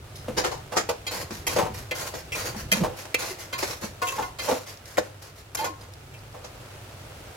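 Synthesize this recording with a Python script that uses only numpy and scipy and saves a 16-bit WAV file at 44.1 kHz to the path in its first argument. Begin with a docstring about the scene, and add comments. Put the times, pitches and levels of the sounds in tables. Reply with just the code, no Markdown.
"""On a kitchen stove, a steel spatula stirs meat in thick gravy in a big aluminium pot.
The blade clanks on the wall and jabs onto the bottom: random tiny contacts ring the pot's modes.
Its edge scrapes with a coloured hiss and sometimes groans in a regular stick-slip tone.
Gravy pops, spits and gulps as short chirps, crackles and low sines, over a sizzle of fine noise grains.
A low burner rumble and a mains hum lie beneath; a small tiled room answers with a short noise tail."""
import sys
import numpy as np
from scipy import signal
from scipy.fft import rfft, irfft
from scipy.io import wavfile
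from scipy.ndimage import uniform_filter1d

SR = 44100
rng = np.random.default_rng(int(sys.argv[2]) if len(sys.argv) > 2 else 0)


def store_pcm(level_fs):
    """Save levels as 16-bit WAV."""
    pcm = np.round(np.clip(level_fs, -1, 1) * 32767).astype(np.int16)
    wavfile.write(sys.argv[1], SR, np.atleast_2d(pcm).T)


N = 324925
T = np.arange(N) / SR
LOCAL = T[:SR * 2 // 5]  # the clock of one short event, in seconds


def amp(db):
    """Turn decibels into gain."""
    return 10 ** (np.asarray(db) / 20)


def unit(x):
    """Scale a sound to an rms of 1."""
    return x / np.sqrt(np.mean(x ** 2))


def add(out, s, x):
    """Mix a stereo sound in at time s (seconds)."""
    start = max(int(s * SR), 0)
    out[:, start:start + x.shape[1]] += x[:, :N - start]


def walk(rate, t):
    """Random wavering around 0: straight lines between random points, rate points per second."""
    count = int(t[-1] * rate) + 2
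    return np.interp(t * rate, np.arange(count), rng.standard_normal(count))


def through(x, response):
    """Pass a sound through a stereo response scaled to unit energy per side."""
    response = response / np.sqrt(np.sum(response ** 2) / 2)
    return signal.fftconvolve(np.atleast_2d(x), response, axes=1)[:, :x.shape[-1]]


def driven(x, response):
    """Ring a body so that it gives back just the energy put in."""
    y = through(x, response)
    energy_in, energy_out = np.sum(x ** 2), np.sum(y ** 2) / 2
    return y * np.sqrt(energy_in / (energy_out + 1e-18))


def colour(points, size=1024):
    """Make a short click with the given spectrum, its energy gathered at the start (minimum phase)."""
    hz, db = np.transpose(points)
    bins_hz = np.arange(size // 2 + 1) * SR / size
    log_gain = np.interp(np.log(bins_hz + 1), np.log(hz), np.log(amp(db)))
    cepstrum = irfft(log_gain)[:size // 2]
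    cepstrum[1:] *= 2  # folding the cepstrum makes the response causal
    return irfft(np.exp(rfft(cepstrum, size)))


def stroke(rise_s, hold_s, fall_s):
    """Force of one stroke: it builds, holds and lets go."""
    build = np.minimum(LOCAL / max(rise_s, 1 / SR), 1)
    return build * np.exp(-np.maximum(LOCAL - hold_s, 0) / fall_s)


def slips(force, rate, spread_db):
    """Tiny slips of uneven size at random moments; together they carry the energy of the force curve."""
    n = len(force)
    happens = rng.random(n) < rate / SR
    size = amp(spread_db * rng.standard_normal(n))
    x = force * happens * rng.choice([-1, 1], n) * size
    return x * np.sqrt(np.sum(force ** 2) / (np.sum(x ** 2) + 1e-18))


def bowl(points, echo_db, echo_s, dull_hz=8000):
    """A coloured click and its quick, duller reflections inside the pot, different on each side."""
    t = LOCAL[:SR // 16]
    echoes = rng.standard_normal((2, len(t))) * np.exp(-t / echo_s)
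    echoes *= amp(echo_db) / np.sqrt(np.sum(echoes ** 2) / 2)
    echoes = signal.lfilter(*signal.butter(1, dull_hz, fs=SR), echoes)  # the wet wall soaks up treble
    echoes[:, 0] += 1  # the click itself
    return signal.fftconvolve(echoes, colour(points)[None], axes=1)


# ways the free wall rings with the blade on it:
# [f/Hz, 60 dB decay time/s before division by the damping factor, relative level/dB]
WALL_MODES = [(499, 0.08, -18), (722, 0.12, 4), (980, 0.21, 4), (1073, 0.18, 12), (1446, 0.049, 5),
              (1630, .08, -51), (1764, 0.059, -0.5), (2076, 0.054, 5.5), (2413, 0.024, 2.5),
              (2626, 0.079, -1.5), (2820, .06, -17), (3148, 0.026, -1.5), (3184, 0.054, 1),
              (3740, 0.071, -2), (3980, 0.15, -4.5), (4190, 0.082, 4), (4440, 0.2, -32), (4680, 0.092, 6),
              (4900, .05, -29), (6230, 0.089, -3), (6600, 0.08, 7.5)]
# ways the bottom rings, damped by the food: the same columns [f/Hz, decay time/s, relative level/dB]
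BOTTOM_MODES = [(211, 0.073, 7), (242, 0.018, -1), (329.5, 0.058, 7.5), (443, 0.043, -6), (505, 0.033, 10),
                (600, 0.027, 3), (750, 0.09, -3.5), (815, 0.041, 0), (900, 0.069, -2.5), (997, 0.12, -6),
                (1310, 0.1, -14), (1440, 0.075, -42), (1685, 0.1, -31), (2070, 0.076, -31)]


def modes(x, table, centre_hz, octaves, apart_hz=780, damping=0.66, alike_hz=110):
    """Contacts ring the pot: the spot touched favours modes near a centre; high ones differ in phase by side."""
    hz, t60, db = np.transpose(table)
    gain = amp(db) / np.sqrt(1 + (np.log2(hz / centre_hz) / octaves) ** 4)
    gain *= np.sqrt(np.sum(x ** 2) / np.sum(gain ** 2))  # share out the energy of the contacts
    poles = np.exp((2j * np.pi * hz - damping * np.log(1000) / t60) / SR)
    turns = rng.choice([-1, 1], len(hz)) * np.minimum(hz / apart_hz, 1) * np.pi / 4
    mid, side = 0, 0
    for pole, level, turn in zip(poles, gain, turns):
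        ring = signal.lfilter([1], [1, -pole], x + 1e-18)
        level = level / np.sqrt(np.sum(ring.real ** 2))
        mid = mid + level * np.cos(turn) * ring.real
        side = side + level * np.sin(turn) * ring.imag
    side = signal.lfilter(*signal.butter(2, alike_hz, "high", fs=SR), side)  # bass is alike on both sides
    return np.array([mid + side, mid - side])


def kitchen(x, t60, wet_db, dull_hz):
    """Short diffuse answer of tiled walls: fading noise, different on each side, after a 6 ms gap."""
    fade = np.exp(-np.log(1000) * LOCAL / t60)
    tail = rng.standard_normal((2, len(LOCAL))) * fade * (LOCAL > .006)
    tail = signal.sosfilt(signal.butter(1, dull_hz, fs=SR, output="sos"), tail)
    return x + amp(wet_db) * through(x, tail)


# colour of the burner: [f/Hz, relative level/dB per Hz]
BURNER_COLOUR = [(20, -11), (45, 0.5), (75, 5.5), (130, 6), (200, -9.5), (400, -8.5), (1000, -57)]
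# the low rumble swells while heavy food is shoved about: [t/s, level/dB]
RUMBLE_LEVEL = [(0.0, -43), (0.04, -48), (0.33, -41.5), (1.09, -48), (1.56, -37.5), (2.07, -47.5),
                (2.4, -42), (2.44, -42), (2.67, -37), (2.75, -52), (2.87, -38), (2.97, -53.5), (3.88, -45),
                (4.06, -50.5), (4.21, -43.5), (4.53, -52.5), (7.29, -46.5), (7.37, -54)]
HUM_HZ, HUM_DB = 98.4, -52  # the middle of the hum's wavering pitch and level


def stove():
    """Low rumble of burner and rocking pot as dark noise, with a wavering sine for the mains hum."""
    noise = rng.standard_normal(N) + 0.04 * rng.standard_normal((2, N))  # nearly alike on both sides
    rumble = unit(through(noise, np.tile(colour(BURNER_COLOUR, size=8192), (2, 1))))
    rumble_db = np.interp(T, *np.transpose(RUMBLE_LEVEL))
    hum_phase = 2 * np.pi * np.cumsum(HUM_HZ + 3.28 * walk(9, T)) / SR
    hum = np.sqrt(2) * np.sin(hum_phase)
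    return rumble * amp(rumble_db) + hum * amp(HUM_DB + 2 * walk(6.5, T))


# colour of the simmering pot: [f/Hz, relative level/dB per Hz]
SIMMER_COLOUR = [(120, -26.5), (200, -8), (254, -6.5), (601, -1), (1100, -9), (1270, -6), (1810, -11),
                 (2860, -12), (3070, -13.5), (11700, -23), (16000, -26.5)]
# slow level curve of the steady background sizzle: [t/s, level/dB]
SIZZLE_LEVEL = [(0, -50), (.25, -45.5), (.7, -47.5), (3.1, -45.5), (5.1, -50), (5.5, -51.5), (6.3, -48.5),
                (6.6, -46), (7.37, -45.5)]


def simmer():
    """Fine sizzle all over the pot, made of tiny random grains; its low part is alike on both sides."""
    left, right, middle = (slips(amp(0.14 * walk(9.8, T)), rate=7000, spread_db=4) for _ in range(3))
    high_pass = signal.butter(1, 750, "high", fs=SR, output="sos")
    side = signal.sosfilt(high_pass, left - right) * 0.72
    grains = np.array([middle + side, middle - side])
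    sizzle = through(grains, np.tile(colour(SIMMER_COLOUR), (2, 1)))
    return unit(sizzle) * amp(np.interp(T, *np.transpose(SIZZLE_LEVEL)))


def gravy(stirring, count=600):
    """Small air pockets pop in the gravy as rising chirps, more loudly while it is being moved."""
    out, t = np.zeros((2, N)), LOCAL[:SR // 30]
    motion = np.sqrt(np.abs(uniform_filter1d(stirring[0] ** 2, SR // 3)))
    for when, pitch, size, side in rng.random((count, 4)):
        hz = 450 * 2 ** (2.6 * pitch)
        # the pitch climbs as the pocket opens
        pop = np.sin(2 * np.pi * hz * t * (1 + 6 * t)) * np.exp(-t * hz / 1.2)
        stirred = min(motion[int(when * N)], amp(-42))
        gain = (amp(-40.5) + amp(-31) * stirred) * amp(-14 * size)
        add(out, when * N / SR, gain * np.sqrt([[side], [1 - side]]) * pop)
    return out


# gravy smacks and oil spits: [t/s, fall time/s, level/dB]
SPITS = [(0.154, 0.036, -41.5), (4.772, .004, -42), (4.856, 0.0039, -39.5), (5.811, 0.008, -43),
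         (5.936, 0.0033, -41), (6.188, 0.0059, -49), (6.327, .0033, -50)]
# colour of a spit: [f/Hz, relative level/dB per Hz]
SPIT_COLOUR = [(500, -20), (2500, -3), (5000, 9), (8000, -2), (11000, 5), (16000, -11)]


def spits():
    """A film of gravy or oil bursts in a short bright crackle of random grains."""
    out = np.zeros((2, N))
    for s, fall, db in SPITS:
        burst = slips(stroke(.0005, .0005, fall), rate=4000, spread_db=3)
        add(out, s, amp(db) * driven(burst, bowl(SPIT_COLOUR, echo_db=10, echo_s=0.0017)))
    return out


# low gulps and thumps in the pot: [t/s, fall time/s, starting f/Hz, level/dB]
GULPS = [(0.281, 0.017, 235, -35), (1.234, 0.02, 159, -44), (1.626, 0.008, 173, -32),
         (1.692, 0.02, 230, -39.5), (2.492, 0.028, 151, -41), (2.558, 0.013, 221, -34.5),
         (2.860, 0.024, 139, -36), (3.303, 0.019, 390, -36.5), (3.834, 0.0046, 213, -35),
         (4.517, 0.012, 260, -29.5), (5.694, 0.02, 330, -40)]


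def gulps():
    """Low gulps and thumps in the pot: a brief sine whose pitch wavers and sags."""
    out = np.zeros((2, N))
    for s, fall, hz, db in GULPS:
        pitch = hz * (1 + 0.016 * walk(144, LOCAL)) * np.exp(-2.5 * LOCAL)
        tone = unit(np.sin(2 * np.pi * np.cumsum(pitch) / SR))
        gulp = tone * stroke(0.006, 0.012, fall)
        add(out, s, np.tile(amp(db) * gulp, (2, 1)))
    return out


# the blade sticks and slips in step: [t/s, length/s, first f/Hz, last f/Hz, level/dB]
JUDDERS = [(2.718, 0.036, 196, 186, -27.5), (2.77, 0.036, 230, 206, -30), (2.808, 0.023, 205, 165, -22.5),
           (4.179, 0.027, 914, 740, -29), (5.59, 0.051, 837, 868, -29.5)]


def judders():
    """Regular stick-slip: a short groan or squeak with a weak overtone, wavering in pitch and level."""
    out = np.zeros((2, N))
    for s, length, first_hz, last_hz, db in JUDDERS:
        glide = np.interp(LOCAL, [0, length], [first_hz, last_hz])
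        hz = glide * (1 + 0.036 * walk(156, LOCAL))
        phase = 2 * np.pi * np.cumsum(hz) / SR
        tone = unit(np.sin(phase) + amp(-20) * np.sin(2 * phase))
        level = amp(db + 1.7 * walk(110, LOCAL)) * stroke(0.0047, length, 0.0019)
        add(out, s, np.tile(level * tone, (2, 1)))
    return out


def sliding(x, depth, near_s=0.00025, far_s=0.000743):
    """The contact travels, so the wall's reflection comes with a changing delay and the colour sweeps."""
    lag = np.interp(LOCAL, [0, .15], rng.uniform(near_s, far_s, 2))
    reflection = np.interp(LOCAL - lag, LOCAL, x)
    return (x + depth * reflection) / np.hypot(1, depth)


# colour of steel rubbing on aluminium: [f/Hz, relative level/dB per Hz]
STEEL_COLOUR = [(150, -24), (400, 7), (1000, 9.5), (2000, 8), (3300, 2.5), (4500, 7.5), (6700, 7.5),
                (8300, 0.5), (11500, 6), (16000, -1.5)]
SINK_DB_PER_S = 18  # the hiss fades as the pushed edge sinks into the food


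def scrape(length, hiss_db, ring_db, count=3):
    """The edge drags on a few spots with wavering pressure: it hisses, hums the wall, catches on the bottom."""
    force = stroke(0.008, length, 0.036) * amp(2.0 * walk(66, LOCAL))
    spots = []
    for _ in range(count):
        grains = slips(force, rate=1100, spread_db=4.0)
        spots.append(sliding(grains, depth=0.4) / np.sqrt(count))
    catches = slips(force, rate=460, spread_db=2)
    # the pressed blade damps the pot more than a free stroke does
    wall = 0.24 * modes(sum(spots), WALL_MODES, 2000, octaves=1.8, damping=0.93)
    bottom = 0.37 * modes(catches, BOTTOM_MODES, 880, octaves=0.92, damping=1.14)
    hiss = sum(driven(grains, bowl(STEEL_COLOUR, echo_db=9, echo_s=0.0082)) for grains in spots)
    return amp(hiss_db - SINK_DB_PER_S * LOCAL) * hiss + amp(ring_db) * (wall + bottom)


# turns of the spatula round the pot:
# [t/s, push length/s, starting hiss level/dB, pot ring gain/dB, delay of the draw-back/s]
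TURNS = [(1.106, 0.11, -33.5, -31, 0.21), (1.486, 0.053, -32.5, -31.5, 0.25),
         (1.944, 0.13, -34.5, -36.5, 0.2), (2.344, .14, -32.5, -31.5, .21), (2.742, 0.04, -34.5, -29, .22),
         (3.181, .12, -33.5, -35.5, 0.2), (3.576, 0.15, -32, -35, 0.23), (4.044, 0.16, -37.5, -41, 0.16),
         (4.413, 0.16, -35, -33, .245), (4.851, 0.093, -45.5, -56, 0.16), (5.214, 0.027, -44, -45, 0.14),
         (5.586, 0.076, -52, -31.5, 0.2)]
BACK_S, BACK_HISS_DB, BACK_RING_DB = 0.056, -6, -13.5  # draw-back: length, levels relative to the push


def scrapes():
    """Every turn is a push along the metal, then a quieter draw-back."""
    out = np.zeros((2, N))
    for s, length, hiss_db, ring_db, back_after in TURNS:
        add(out, s, scrape(length, hiss_db, ring_db))
        add(out, s + back_after, scrape(BACK_S, hiss_db + BACK_HISS_DB, ring_db + BACK_RING_DB))
    return out


# the blade jabs through meat onto the bottom:
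# [t/s, rise time/s, fall time/s, body level/dB, grit gain/dB, body centre f/Hz]
JABS = [(.273, 0.012, 0.032, -28.5, -68, 425), (0.365, 0.017, 0.022, -22.5, -21.5, 610),
        (.434, 0.014, 0.026, -33, -22.5, 695), (.510, 0.0068, 0.037, -32.5, -35, 990),
        (.712, 0.017, 0.026, -28.5, -38, 810), (.759, 0.016, 0.021, -25, -19, 460),
        (.889, 0.0013, .016, -21, -24.5, 670), (1.305, 0.0032, 0.012, -31.5, -35, 210),
        (1.557, 0.0086, 0.041, -20.5, -26.5, 615), (1.584, 0.0012, 0.038, -19, -37, 740),
        (1.660, .0065, 0.0085, -26, -49, 950), (1.912, 0.0061, 0.018, -31.5, -44, 540),
        (2.134, 0.0062, 0.023, -31.5, -37, 650), (2.544, 0.0037, .008, -33, -46, 900),
        (2.798, 0.012, 0.069, -29.5, -55, 430), (2.833, .007, 0.024, -22, -40, 750),
        (3.051, 0.002, .003, -34, -39, 990), (3.208, 0.015, 0.025, -38, -33.5, 1200),
        (3.625, 0.0025, 0.014, -37.5, -22.5, 650), (3.816, 0.022, 0.023, -36.5, -35.5, 238),
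        (4.178, 0.011, 0.034, -25.5, -40.5, 920), (4.472, 0.025, 0.016, -20, -30, 664),
        (4.507, 0.006, 0.024, -20, -32, 575), (4.974, 0.0096, .011, -16, -21, 554),
        (5.634, 0.016, 0.023, -33, -34, 720), (6.337, .01, 0.029, -38.5, -56, 680),
        (6.437, 0.0081, 0.023, -43, -40, 800)]
# colour of the edge rasping through meat and bone: [f/Hz, relative level/dB per Hz]
RASP_COLOUR = [(150, -20), (400, 7.5), (900, 1.5), (1900, -3), (3200, -9), (4500, -6), (6700, -4.5),
               (8300, -13.5), (11000, -13), (16000, -18)]
BODY_OCTAVES, GRIT_OCTAVES = 0.29, 0.32  # spread of the thump round its centre, and widening by grit


def jabs():
    """The edge crunches through meat and bone: coarse slips thump the bottom, coarse and fine ones rasp."""
    out = np.zeros((2, N))
    for s, rise, fall, body_db, grit_db, hz in JABS:
        force = stroke(rise, rise, fall)
        coarse = slips(force, rate=1500, spread_db=0.0)
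        fine = slips(force, rate=6600, spread_db=4.0)
        # the grittier the jab, the more of the bottom's modes it reaches
        octaves = BODY_OCTAVES + GRIT_OCTAVES * min(amp(grit_db - body_db), 1)
        add(out, s, amp(body_db) * modes(coarse, BOTTOM_MODES, hz, octaves))
        for grains in (0.82 * coarse, fine):
            add(out, s, amp(grit_db) * driven(grains, bowl(RASP_COLOUR, echo_db=35, echo_s=0.0043)))
    return out


# the blade lands on the bare wall:
# [t/s, chatter length/s, ring level/dB, steel clash level/dB, brightest ring f/Hz, spread/octaves]
CLANKS = [(1.066, 0.025, -28.5, -37.5, 3240, 0.58), (1.467, 0.023, -27, -23.5, 2740, 0.35),
          (1.91, 0.018, -25.5, -60, 2390, 0.32), (2.32, 0.03, -29, -38, 2550, 0.14),
          (2.716, 0.022, -19, -18.5, 2700, 0.34), (3.143, 0.0089, -16.5, -22.5, 2530, 0.15),
          (3.527, 0.03, -28, -47, 2150, 0.87), (4.017, 0.026, -21.5, -35, 1050, 0.77),
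          (4.07, 0.029, -28.5, -31.5, 2780, 0.077), (4.119, 0.0097, -25.5, -36, 1040, .18),
          (4.222, 0.017, -28, -58, 1290, 0.75), (4.386, .034, -31, -38, 2800, 0.62),
          (4.971, 0.015, -25, -40, 1636, 0.07), (5.548, 0.011, -36.5, -25, 1300, 0.88),
          (5.57, 0.056, -35, -35, 2580, 0.65), (5.642, 0.031, -29.5, -35, 1200, 1.1),
          (6.137, 0.021, -47, -53, 2680, 0.12)]
# colour of the blade hitting bare metal: [f/Hz, relative level/dB per Hz]
CLASH_COLOUR = [(200, 2), (500, 11), (1200, 10), (2400, 8.5), (3300, -1), (4500, 6), (6800, 13.5),
                (8300, 1.5), (11300, 13), (16000, 2)]
KNOCK_DB = -12.5  # dull knock of the bottom, relative to the wall's ring


def clanks():
    """The springy blade chatters on the wall for a moment and sets wall and bottom ringing."""
    out = np.zeros((2, N))
    for s, length, ring_db, clash_db, hz, octaves in CLANKS:
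        force = stroke(0.00049, length * 0.54, length * .5)
        contacts = slips(force, rate=3500, spread_db=1.0)
        clash = driven(contacts, bowl(CLASH_COLOUR, echo_db=25.0, echo_s=0.002))
        add(out, s, amp(ring_db) * modes(contacts, WALL_MODES, hz, octaves))
        add(out, s, amp(clash_db) * clash)
        add(out, s, amp(ring_db + KNOCK_DB) * modes(contacts, BOTTOM_MODES, 500, octaves=0.37))
    return out


def scene():
    """Spatula and gravy sound in the tiled room; simmer and stove are added without its answer."""
    stirring = gulps() + judders() + scrapes() + jabs() + clanks()
    pot = stirring + spits() + gravy(stirring)
    return simmer() + stove() + kitchen(pot, t60=0.34, wet_db=-16.0, dull_hz=8850)


# how the two sides differ in colour: [f/Hz, left minus right level/dB]
BALANCE = [(60, 2), (170, -4), (350, 2.5), (650, -1), (1300, -0.5), (5000, -1), (9000, 1.5), (15000, 2.5)]
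TOP_HZ = 16100  # hardly anything is left above this


def record(dry):
    """Left and right get slightly different colours, half the difference each; the very top is cut."""
    hz, db = np.transpose(BALANCE)
    lean = np.interp(np.log(np.fft.rfftfreq(N, 1 / SR) + 1), np.log(hz), db) / 2
    sides = irfft(rfft(dry) * amp([lean, -lean]), N)
    return signal.sosfilt(signal.ellip(10, .2, 80, TOP_HZ, fs=SR, output="sos"), sides)


dry = scene()
out = record(dry)
store_pcm(out)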